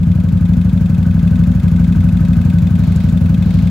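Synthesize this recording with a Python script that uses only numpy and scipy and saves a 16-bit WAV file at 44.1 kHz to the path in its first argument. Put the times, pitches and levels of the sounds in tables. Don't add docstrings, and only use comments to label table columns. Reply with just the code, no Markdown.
import sys
import numpy as np
from scipy.fft import rfft, irfft, next_fast_len
from scipy.io import wavfile
from scipy.ndimage import uniform_filter1d, minimum_filter1d

SR = 44100
rng = np.random.default_rng(int(sys.argv[2]) if len(sys.argv) > 2 else 0)


def bounce(signal):
    frames = np.transpose(np.atleast_2d(signal))
    limited = np.clip(frames, -1, 1)
    pcm = np.round(limited * 32767).astype(np.int16)
    wavfile.write(sys.argv[1], SR, pcm)


N = 163170
RUN_IN = SR // 5


def amp(db):
    return 10 ** (np.asarray(db) / 20)


def unit(x):
    return x / np.sqrt(np.mean(x ** 2) + 1e-20)


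def along(points, hz):
    f, v = np.transpose(points)
    return np.interp(np.log(hz + 1), np.log(f + 1), v)


def fader(rows):
    return amp(np.interp(np.arange(N) / SR, *np.transpose(rows)))


def filtered(x, response):
    n = x.shape[-1]
    padded = next_fast_len(n + SR // 2)
    return irfft(rfft(x, padded) * response(np.fft.rfftfreq(padded, 1 / SR)), padded)[..., :n]


def resonance(f, hz, width):
    return 1j * f * width / (hz * hz - f * f + 1j * f * width)


def colour(points):
    return lambda f: amp(along(points, f))


# (frequency [Hz], likeness [0-1])
STEREO_LIKENESS = [(100, 0.89), (500, .85), (1000, 0.54), (1500, 0.69), (3500, 0.39), (5600, 0.19),
                   (8000, 1), (15000, 0.99)]
def noise(response, envelope=1):
    def mid_side_response(f):
        spread = np.arccos(np.clip(along(STEREO_LIKENESS, f), 0, 1)) / 2
        return response(f) * np.array([np.cos(spread), np.sin(spread)])
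    mid, side = filtered(envelope * rng.standard_normal((2, N)), mid_side_response)
    return unit(np.array([mid + side, mid - side]))


CYCLES, FIRST_FIRING_S, HIT_SCATTER_DB = 49, .0645, 1
# (time [s], speed [rpm])
IDLE_SPEED = [(0.0, 1456), (0.2, 1388), (0.36, 1416), (0.44, 1486), (0.6, 1527), (0.79, 1448), (0.89, 1387),
              (1.06, 1479), (1.17, 1436), (1.52, 1525), (1.6, 1420), (1.79, 1506), (1.95, 1452),
              (2.3, 1491), (2.5, 1392), (2.95, 1454), (3.19, 1385), (3.38, 1474), (3.7, 1438)]
def crank_samples(degrees, scatter_deg=0):
    t = np.arange(-RUN_IN, N, 50) / SR
    rpm = np.interp(t, *np.transpose(IDLE_SPEED))
    cycles = np.cumsum(rpm) * (t[1] - t[0]) / 120
    cycles -= np.interp(FIRST_FIRING_S, t, cycles)
    marks = np.arange(-2, CYCLES - 2) + (degrees + scatter_deg * rng.standard_normal(CYCLES)) / 720
    return (np.interp(marks[marks < cycles[-1]], cycles, t) * SR).astype(int) + RUN_IN


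def pulses(samples, scatter_db):
    sizes = amp(scatter_db * rng.standard_normal(CYCLES))
    return np.bincount(samples, sizes[:len(samples)], N + RUN_IN)


def bursts(rows):
    power, t = np.zeros(N + SR), np.arange(SR // 8) / SR
    for degrees, db, attack, decay in rows:
        shape = (1 - np.exp(-t / attack)) * np.exp(-t / decay)
        for start, chance in zip(crank_samples(degrees), rng.standard_normal(CYCLES)):
            power[start:][:len(t)] += (amp(db + HIT_SCATTER_DB * chance) * shape / shape.max()) ** 2
    return np.sqrt(power[RUN_IN:][:N])


def struck(hits, modes, rattle_db):
    body = lambda f: sum(amp(db) * resonance(f, hz, width) for hz, width, db in modes)
    blows = sum(amp(db) * pulses(crank_samples(degrees, scatter_deg=3), HIT_SCATTER_DB)
                for degrees, db, *_ in hits)
    ring = unit(filtered(blows, body)[RUN_IN:])
    return ring + amp(rattle_db) * noise(body, bursts(hits))


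# (frequency [Hz], width [Hz], first cylinder's drive [gain], second's drive [gain])
SILENCER_MODES = [(62.4, 7.1, -3, -0.63), (89.35, 11.36, 5.5, 3), (124.8, 78.4, -2, -0.66),
                  (173.1, 11.07, 4.5, -3.5), (192.4, 22, 1.5, 2), (212, 14, 0.58, 0.07),
                  (237.3, 7.7, -0.1, 1.93), (295, 22, -0.46, 0.09), (420, 39, 0.13, 0.31),
                  (512, 25, .5, .5)]
# (first cylinder [dB], second cylinder [dB])
DRIVE_SCATTER_DB = [0.25, 2]
# (time [s], level [dB])
BOOM_LEVEL = [(0, -11.5), (.9, -10.5), (1.6, -10), (3.7, -10)]
def exhaust_boom(low_cut_hz=53, high_cut_hz=235):
    firings = [crank_samples(0), crank_samples(275, scatter_deg=6.44)]
    boom = 0
    for hz, width, *drives in SILENCER_MODES:
        push = sum(drive * pulses(at, db) for drive, at, db in zip(drives, firings, DRIVE_SCATTER_DB))
        boom = boom + filtered(push, lambda f: resonance(f, hz, width))
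    lowpass = lambda f, hz: 1 / (1 + 1j * f / hz - (f / hz) ** 2)
    highpass = lambda f, hz: -(f / hz) ** 2 * lowpass(f, hz)
    muffled = filtered(boom, lambda f: highpass(f, low_cut_hz) * lowpass(f, high_cut_hz) ** 2)
    return fader(BOOM_LEVEL) * unit(muffled[RUN_IN:])


# (crank angle [deg], level [dB], rattle attack [s], rattle decay [s])
VALVE_HITS = [(440, -0.5, .001, .003), (461, -3.5, 0.0011, 0.0068), (485, -7.5, 0.0011, 0.006),
              (41.86, -10.5, .001, .002)]
# (frequency [Hz], width [Hz], level [dB])
HEAD_MODES = [(2162, 150, 0), (2540, 72, 3.5), (3206, 73, -2), (3511, 90, 2), (3840, 48, -4.5),
              (4450, 79, -13.5), (5920, 300, -22.5), (7670, 570, -15)]
# (time [s], level [dB])
VALVE_LEVEL = [(0, -54.5), (1.5, -52.5), (2.5, -50.5), (3.7, -50)]
def valve_ticks():
    return fader(VALVE_LEVEL) * struck(VALVE_HITS, HEAD_MODES, rattle_db=-2.5)


# (crank angle [deg], level [dB], rattle attack [s], rattle decay [s])
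CASE_HITS = [(145.6, -2, .002, 0.0019), (227.2, -1, .001, 0.0038), (601, -5.5, .002, 0.0036),
             (668, 0, .002, 0.0023)]
# (frequency [Hz], width [Hz], level [dB])
CASE_MODES = [(950, 53, -4), (1281, 48, 0), (1506, 45, 4), (1606, 37, -5)]
# (time [s], level [dB])
CASE_LEVEL = [(0, -52), (1.5, -48), (2.4, -47), (3, -50), (3.7, -54.5)]
def crankcase_knocks():
    return fader(CASE_LEVEL) * struck(CASE_HITS, CASE_MODES, rattle_db=-1.5)


# (crank angle [deg], level [dB], attack [s], decay [s])
HISS_BURSTS = [(-6, 0, .004, 0.0054), (39.5, -1, 0.0014, 0.011), (426, -1.5, 0.0033, .007)]
# (frequency [Hz], level [dB])
HISS_EQ = [(200, -24.5), (500, 6), (1000, 2), (1800, -7), (2400, 0), (3300, -14.5), (4600, -9), (5200, -14),
           (6000, -10), (7600, -14), (10000, -13.5), (15500, -14.5)]
# (time [s], level [dB])
HISS_WHIRR_LEVEL = [(0, -2), (.6, -1), (1.5, 1), (2.3, 1.5), (3.7, 1.5)]
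def breathy_hiss():
    return fader(HISS_WHIRR_LEVEL) * noise(colour(HISS_EQ), bursts(HISS_BURSTS))


# (crank angle [deg], level [dB], attack [s], decay [s])
PUFF_BURSTS = [(40.6, -3, 0.0027, 0.039), (280, -3.5, 0.0024, 0.024)]
# (frequency [Hz], level [dB])
PUFF_EQ = [(100, -20), (300, 2.5), (375, -5), (460, -8), (520, 3.5), (620, -2.5), (800, -12), (1200, -11.5),
           (2000, -24.5), (5000, -36.5)]
def tailpipe_puffs():
    return noise(colour(PUFF_EQ), bursts(PUFF_BURSTS))


# (frequency [Hz], level [dB])
WHIRR_EQ = [(20, 9.5), (60, 6.5), (200, 10), (380, 3.5), (550, 5), (1050, -2.5), (1600, -1.5), (1950, -10),
            (2600, -8.5), (4000, -12.5), (5200, -17.5), (8000, -21.5), (15500, -24)]
def engine_whirr():
    return fader(HISS_WHIRR_LEVEL) * noise(colour(WHIRR_EQ))


# (frequency [Hz], level [dB])
RUMBLE_EQ = [(25, -20.5), (60, -3.5), (110, -2), (175, -4), (215, -1), (245, -5), (280, -18.5),
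             (370, -33.5), (700, -68.5)]
def silencer_rumble():
    return noise(colour(RUMBLE_EQ))


# (centre time [s], half length [s], level [dB])
STRIDE_SWELLS = [(2.3, .3, -60), (2.852, 0.091, -47.5), (3.014, .11, -44.5), (3.56, 0.15, -42)]
# (frequency [Hz], level [dB])
GRASS_EQ = [(200, -10), (600, 6.5), (1300, 3.5), (2500, 1), (4200, 3), (7000, -13.5), (10000, -18),
            (15500, -24)]
def grass_rustle(grain_db=2.5):
    t = np.arange(N) / SR
    swish = sum(amp(db) * np.exp(-((t - centre) / half) ** 2) for centre, half, db in STRIDE_SWELLS)
    flicker = unit(uniform_filter1d(rng.standard_normal(N), size=120))
    return swish * noise(colour(GRASS_EQ), amp(grain_db * flicker))


# (time [s], level [dB])
STALK_BREAKS = [(2.961, -35), (3.097, -39)]
def stalk_snaps(decay_s=0.0059):
    t = np.arange(N) / SR
    envelope = sum(amp(db) * (t > at) * np.exp(-abs(t - at) / decay_s) for at, db in STALK_BREAKS)
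    return envelope * noise(lambda f: resonance(f, hz=7000, width=2500))


# (frequency [Hz], left over right [dB])
STEREO_BALANCE = [(60, -0.1), (150, 1.8), (250, 3), (500, 4.5), (1000, 0.8), (2000, 2.5), (4000, -0.5),
                  (15000, 0)]
# (frequency [Hz], left lead [rad])
STEREO_LEAD = [(20, 0), (300, .25), (800, 0), (1500, .7), (2300, .3), (6900, .2), (9000, -3.14),
               (11150, -6.28), (13300, -9.42), (15500, -12.57)]
def scene():
    engine = exhaust_boom() + valve_ticks() + crankcase_knocks()
    engine = engine + amp(-46.5) * breathy_hiss() + amp(-41.5) * tailpipe_puffs()
    engine = engine + amp(-39) * engine_whirr() + amp(-21.5) * silencer_rumble()
    mix = engine + grass_rustle() + stalk_snaps()
    sides = np.array([[.5], [-.5]])
    pan = lambda f: amp(sides * along(STEREO_BALANCE, f))
    phase = lambda f: np.exp(1j * sides * along(STEREO_LEAD, f))
    return filtered(mix, lambda f: pan(f) * phase(f))


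CEILING_DB, LIMITER_S, TOP_HZ = -1, 0.018, 15800
def record(dry):
    needed = np.minimum(1, amp(CEILING_DB) / (abs(dry).max(axis=0) + 1e-9))
    span = int(LIMITER_S * SR)
    held = minimum_filter1d(needed, span)
    gain = uniform_filter1d(uniform_filter1d(held, span // 2), span // 2)
    return filtered(dry * gain, lambda f: f < TOP_HZ)


dry = scene()
out = record(dry)
bounce(out)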